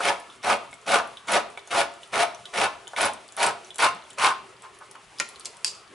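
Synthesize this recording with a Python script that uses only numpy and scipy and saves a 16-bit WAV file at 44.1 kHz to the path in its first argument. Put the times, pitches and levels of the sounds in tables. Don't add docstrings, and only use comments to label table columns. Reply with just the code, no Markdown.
import sys
import numpy as np
from scipy import signal
from scipy.fft import rfft, irfft, next_fast_len
from scipy.io import wavfile
from scipy.ndimage import uniform_filter1d, map_coordinates

SR = 44100
rng = np.random.default_rng(int(sys.argv[2]) if len(sys.argv) > 2 else 0)


def inscribe(sig):
    pcm = np.round(np.clip(np.atleast_2d(sig).T, -1, 1) * 32767)
    wavfile.write(sys.argv[1], SR, pcm.astype(np.int16))


N = 261954

# t/s, share/0-1
LID_FREEDOM = [(1.5, 0.16), (2.6, 0.22), (3.5, 0.38), (3.8, 0.78), (4.3, 0.99)]


def amp(db):
    return 10 ** (np.asarray(db) / 20)


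def unit(x):
    return x / np.sqrt(np.mean(x ** 2) + 1e-20)


def along(points, hz):
    f, v = np.transpose(points)
    return np.interp(np.log(hz + 1), np.log(f + 1), v)


def curve(rows):
    return np.interp(np.arange(N) / SR, *np.transpose(rows))


def wobble(rate):
    return map_coordinates(rng.standard_normal(int(N * rate / SR) + 4), [np.arange(N) * rate / SR])


def filtered(x, response):
    m = next_fast_len(N + SR // 2)
    return irfft(rfft(x, m) * response(np.fft.rfftfreq(m, 1 / SR)), m)[..., :N]


def colour(points):
    return lambda hz: amp(along(points, hz))


def modes(table):
    return lambda f: sum((-1) ** k * amp(db) * 1j * f * width / (hz * hz - f * f + 1j * f * width)
                         for k, (hz, width, db) in enumerate(table))


def evened(x, response):
    power_gain = np.mean(np.abs(response(np.linspace(1, SR / 2, 4096))) ** 2)
    return filtered(x, response) / np.sqrt(power_gain)


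def grit(spike_db, chatter_db, chatter_hz):
    spikes = np.minimum(rng.exponential(size=N), 5)
    return unit(rng.standard_normal(N) * amp(spike_db * spikes + chatter_db * wobble(chatter_hz)))


def crank_force():
    # t/s, bite level/dB, time to full force/s, full level/dB, length/s, brightness/dB
    turns = [(-.008, -30, 0.093, -21, 0.14, 0), (0.424, -27.5, 0.081, -16.5, 0.13, -3),
             (0.859, -26.5, 0.075, -17, 0.14, -2), (1.269, -26.5, 0.084, -16.5, .128, -1),
             (1.698, -28.5, 0.076, -17, 0.14, -1), (2.119, -25, 0.1, -19, .13, -2),
             (2.528, -29, 0.11, -18, 0.14, -0.5), (2.959, -26, 0.076, -20, 0.13, -0.5),
             (3.365, -29.5, 0.065, -17.5, 0.14, 0.5), (3.781, -23.5, 0.062, -15, 0.099, 1),
             (4.171, -30, 0.069, -16.5, 0.14, 0), (4.619, -46, 0.019, -38.5, 0.047, -3),
             (4.792, -46, 0.015, -40, 0.042, -17), (4.944, -36, 0.014, -44.5, 0.014, -5)]
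    bite_s, coast_s, hold_share = 0.014, 0.019, 0.4
    gains, t = np.zeros((3, N)), np.arange(N) / SR
    for s, bite_db, swell, full_db, length, bright_db in turns:
        on = (t >= s) & (t <= s + length + coast_s)
        hold_end = swell + hold_share * (length - swell)
        knots = s + np.sort([0, bite_s, swell, hold_end, length, length + coast_s])
        levels = [bite_db - 20, bite_db, full_db, full_db - 1.5, full_db - 10, full_db - 24]
        lid_db = np.interp(t[on], knots, levels)
        treble_db = lid_db + bright_db - np.interp(t[on], [knots[2], knots[4]], [0, 5.5])
        gains[:, on] = amp([lid_db, treble_db - 3, treble_db - 10])
    return gains


def tooth_slips(per_s, size_db, decay_s):
    jumps = (rng.random(N) < per_s / SR) * amp(size_db + 1.53 * rng.standard_normal(N))
    return unit(1 + signal.lfilter([1], [1, -np.exp(-1 / (decay_s * SR))], jumps))


def lid(force):
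    # f/Hz, width/Hz, level/dB
    held_modes = [(440, 59, -16), (583, 34, -10.5), (623, 14, -5.5), (694.2, 44, 2), (844, 23, -6.5),
                  (925, 40, -6.5), (974, 20.6, -1.5), (1157, 65, -5.5), (1278.4, 23.6, -6),
                  (1376, 28, -12.5), (1480, 63, -14.5), (1724, 53, -12)]
    free_modes = [(607.4, 10.6, -6), (790, 38, -3.5), (863, 51, -4), (968, 134, 1.5), (1060, 10.4, 4.5),
                  (1097, 66, -1.5), (1156, 200, 1), (1262, 44, 4.5), (1480, 130, -6), (1740, 21, -17)]
    free = np.clip(curve(LID_FREEDOM), 0, 1)
    held_ring = evened(force * np.sqrt(1 - free), modes(held_modes))
    return held_ring + evened(force * np.sqrt(free), modes(free_modes))


def cutting_wheel():
    # f/Hz, width/Hz, level/dB
    rim_modes = [(2240, 73, 4.5), (2740, 35, 20), (3570, 114, -13.5), (4280, 50, 1), (4350, 14, -32.5),
                 (4900, 110, 11)]
    # f/Hz, level/dB
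    wall_spectrum = [(250, -39), (450, -4.5), (750, -9.5), (1300, 0), (1900, -17), (3500, -40)]
    rim_spectrum = [(1200, -39), (1800, 0), (2400, 1), (3500, -4.5), (4500, -9), (6000, -31)]
    # f/Hz, level/dB
    rasp_spectrum = [(2530, -35), (4300, -10.5), (5830, -1.5), (6810, -6), (10600, -3.5), (11300, -13),
                     (12000, -56), (15600, -86), (22000, -120)]
    thud_spectrum = [(15, -60), (25, -39), (54, -24), (76, -11), (156, -16.5), (204, -4), (369, -5.5),
                     (400, -3.5), (520, -23), (880, -120)]
    lid_gain, rim_gain, rasp_gain = crank_force()
    push = grit(spike_db=2.5, chatter_db=1.5, chatter_hz=139.2)
    tear = grit(spike_db=2.5, chatter_db=1, chatter_hz=206)
    crunch = tooth_slips(per_s=90, size_db=7, decay_s=0.0012)
    push = lid_gain * unit(push * np.sqrt(crunch))
    tear = unit(tear * crunch)
    scrape = lid_gain * grit(spike_db=3.5, chatter_db=4.5, chatter_hz=117.9)
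    free = curve(LID_FREEDOM)
    wall = amp(-9 - 4 * free) * evened(scrape, colour(wall_spectrum))
    rim = amp(-11) * evened(rim_gain * tear, modes(rim_modes))
    rim += amp(-4) * evened(rim_gain * tear, colour(rim_spectrum))
    rasp = amp(-4.5) * evened(rasp_gain * tear, colour(rasp_spectrum))
    thud = amp(-20.5 - 5.3 * free) * evened(push, colour(thud_spectrum))
    return amp(-2.5) * lid(push) + wall + rim + rasp + thud


def room_air():
    # f/Hz, level/dB
    air_spectrum = [(15, -51), (25, -18), (124, -7.5), (323, -10), (377, 1.5), (488, -7), (776, -7),
                    (1030, -4), (1340, -3.5), (1560, -9), (2130, -9), (2970, -10), (5820, -29),
                    (10000, -51), (12000, -57), (15600, -73), (22000, -120)]
    # f/Hz, depth/dB
    patch_depth = [(300, 4), (1500, 3.5), (3000, .8), (10000, .3)]
    hz, _, bands = signal.stft(rng.standard_normal((2, N)), SR, nperseg=1024)
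    patches = uniform_filter1d(uniform_filter1d(rng.standard_normal(bands.shape[1:]), 4, 0), 6, 1)
    bands *= amp(along(patch_depth, hz)[:, None] * unit(patches))
    pair = signal.istft(bands, SR, nperseg=1024)[1][:, :N]
    return amp(-54) * unit(filtered([[1, 0.6], [0.34, 0.99]] @ pair, colour(air_spectrum)))


def fridge():
    # f/Hz, level/dB
    tones = [(120, -73.5)]
    t = np.arange(N) / SR
    return sum(amp(db + 1.5 + 0.94 * wobble(3.96)) * np.sin(2 * np.pi * hz * t) for hz, db in tones)


def sleeves():
    # t/s, level/dB
    brushing = [(0, -44), (.18, -52.5), (.83, -56), (2.55, -52.5), (3.14, -53.5), (4.88, -56), (5.34, -51),
                (5.94, -56.5)]
    # f/Hz, level/dB
    cloth = [(290, -49), (500, -2), (688, 3.5), (1300, -13), (1990, -3.5), (10500, -8), (12000, -15),
             (15600, -57), (22000, -120)]
    friction = np.array([grit(spike_db=2, chatter_db=2, chatter_hz=25) for _ in range(2)])
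    pair = [[0.66, 0.84], [0.067, 1]] @ friction
    return amp(curve(brushing) - 4) * unit(filtered(pair, colour(cloth)))


def gear_ticks():
    # t/s, level/dB, f/Hz
    ticks = [(.0357, -33, 3480), (0.2, -33, 9800), (.3, -38, 3476), (.3234, -42, 3500), (0.43, -33, 5550),
             (.729, -31, 2160), (0.7404, -32, 7710), (0.905, -36, 8400), (1.0747, -35.5, 10100),
             (1.1711, -29.5, 3580), (1.2735, -32, 6750), (1.285, -22, 2180), (1.3195, -13, 10100),
             (1.5017, -40, 9100), (1.5746, -25, 2260), (1.5915, -33, 3630), (1.6748, -32, 6630),
             (1.939, -37, 7600), (2.0327, -31, 3020), (2.1407, -19.5, 2140), (2.2022, -18, 3900),
             (2.2198, -27, 5940), (2.3472, -30, 6100), (2.4552, -25, 3760), (2.5442, -30, 2280),
             (2.8718, -31.5, 3020), (2.878, -26.5, 6960), (2.9635, -19, 2250), (3.016, -10, 9500),
             (3.0543, -12, 10360), (3.064, -18, 10000), (3.135, -26.5, 8500), (3.28, -36, 8150),
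             (3.288, -36.5, 4520), (3.3226, -31.5, 7500), (3.3664, -23, 9800), (3.4292, -10, 9800),
             (3.465, -11, 8400), (3.647, -34.5, 5950), (3.7054, -31, 3500), (3.7448, -32, 7360),
             (3.758, -24.5, 10600), (3.784, -17.5, 8600), (3.824, -15, 9100), (3.9484, -34.5, 8600),
             (4.104, -30.5, 8100), (4.107, -37.5, 3080), (4.1315, -34, 7460), (4.622, -33, 8550),
             (4.7883, -36, 10200), (4.9124, -29.5, 10500), (5.186, -27.5, 5220), (5.193, -26, 4940),
             (5.289, -27.5, 10400), (5.359, -33.5, 4250), (5.397, -29, 9600), (5.4087, -34.5, 4640),
             (5.449, -26.5, 6660), (5.569, -33.5, 8200)]
    # t/s, level/dB
    bumps = [(.729, -24), (1.5746, -14), (1.6748, -23), (2.3904, -25), (2.8758, -21.5), (2.9343, -8),
             (4.953, -17)]
    # f/Hz, width/Hz, level/dB
    handle_modes = [(3026, 54, 0.5), (3480, 93, 3), (3920, 55, -1)]
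    faint_per_s, faint_hz = 4, 5000
    out, knocks, clinks = np.zeros(N + SR), np.zeros(N), np.zeros(N)
    t = np.arange(SR // 20) / SR
    faint = [(when * (N - 1) / SR, -46 + 6 * size, faint_hz * 2 ** (2 * pitch - 1))
             for when, size, pitch in rng.random((round(faint_per_s * N / SR), 3))]
    for s, db, hz in ticks + faint:
        at = round(s * SR)
        jitter, hiss = rng.standard_normal((2, len(t)))
        phase = 2 * np.pi * hz * t + hz / 40000 * np.cumsum(jitter)
        ping = np.sin(phase) * amp(-60 * t * hz / 50)
        crack = (hz + 4000) / 30000 * np.diff(hiss, prepend=0) * amp(-60 * t / 0.025)
        attack = 1 - np.exp(-t * hz / 0.33)
        out[at:at + len(t)] += amp(db - 2.5) * (ping + crack) * attack
        knocks[at] = amp(db - 1.5)
        clinks[at] = amp(db + 11 - 11.7 * abs(np.log2(hz / 3400)))
    for s, db in bumps:
        knocks[round(s * SR)] += amp(db)
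    return out[:N] + lid(knocks) + evened(clinks, modes(handle_modes))


def opener_clacks():
    # t/s, crack level/dB, steel level/dB, tin level/dB, rattle t60/s
    blows = [(5.1996, -15, -32, -20, 0.051), (5.4559, -26.5, -25, -44, 0.043),
             (5.6457, -13.5, -30, -35, 0.26)]
    # f/Hz, width/Hz, level/dB
    steel_modes = [(2530, 470, -8), (4760, 830, 2.5), (6700, 700, -3), (7440, 440, 1), (10000, 5400, -12)]
    tin_modes = [(472, 430, -10.5), (990, 120, -3.5), (1392, 29, 5), (1790, 130, -5.5), (2380, 510, -5.5)]
    crack, steel, tin = np.zeros((3, N + SR))
    t = np.arange(SR // 2) / SR
    for s, crack_db, steel_db, tin_db, rattle_t60 in blows:
        at = slice(round(s * SR), round(s * SR) + len(t))
        crack[at] += amp(crack_db - 60 * t / 0.011)
        steel[at] += amp(steel_db - 60 * t / rattle_t60)
        tin[at] += amp(tin_db - 60 * t / 0.08)
    contact = crack[:N] * np.sign(rng.standard_normal(N))
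    rattle = grit(spike_db=0.5, chatter_db=3.5, chatter_hz=151.9)
    snap = 0.58 * evened(contact, lambda hz: 1j * hz / (1800 + 1j * hz))
    steel_ring = evened(1.16 * contact + steel[:N] * rattle, modes(steel_modes))
    return snap + steel_ring + evened(tin[:N] * rattle, modes(tin_modes))


def counter_echoes(x):
    t = np.arange(SR // 40) / SR
    early = rng.standard_normal((2, len(t))) * (rng.random((2, len(t))) < 0.04) * amp(-60 * t / 0.083)
    early /= np.linalg.norm(early, axis=1, keepdims=True)
    return signal.fftconvolve(np.pad(x, (40, 0))[None], early, axes=1)[:, :N]


def kitchen_reverb(x):
    # f/Hz, t60/s
    decay = [(200, 0.61), (600, 0.44), (1400, 0.39), (3700, 0.41), (10000, 0.22)]
    out = np.zeros((2, N + SR))
    step, delay = SR // 3, 150
    for start in range(0, N, step):
        hz, t, bands = signal.stft(rng.standard_normal((2, SR // 2)), SR, nperseg=256)
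        tail = signal.istft(bands * amp(-60 * t / along(decay, hz)[:, None]), SR, nperseg=256)[1]
        tail /= np.linalg.norm(tail, axis=1, keepdims=True)
        wet = signal.fftconvolve(x[None, start:start + step], tail, axes=1)
        out[:, start + delay:start + delay + wet.shape[1]] += wet
    return [[0.8, 0.23], [0.34, 0.7]] @ out[:, :N]


def scene():
    # f/Hz, left minus right/dB
    balance = [(250, 0.5), (700, 0), (2000, 0), (8000, -0.3)]
    opener = cutting_wheel() + gear_ticks() + opener_clacks()
    direct = filtered(opener, lambda hz: amp(np.outer([0.5, -0.5], along(balance, hz))))
    reflected = amp(-7) * counter_echoes(opener) + amp(-9) * kitchen_reverb(opener)
    return amp(-1) * direct + reflected + room_air() + fridge() + sleeves()


def record(dry):
    # f/Hz, level/dB
    response = [(20, -2), (45, 1), (70, 1), (10900, 2), (11100, -4), (11300, -29), (12300, -29)]
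    top_hz = 12279
    return filtered(dry, lambda hz: amp(along(response, hz)) * (hz < top_hz))


dry = scene()
out = record(dry)
inscribe(out)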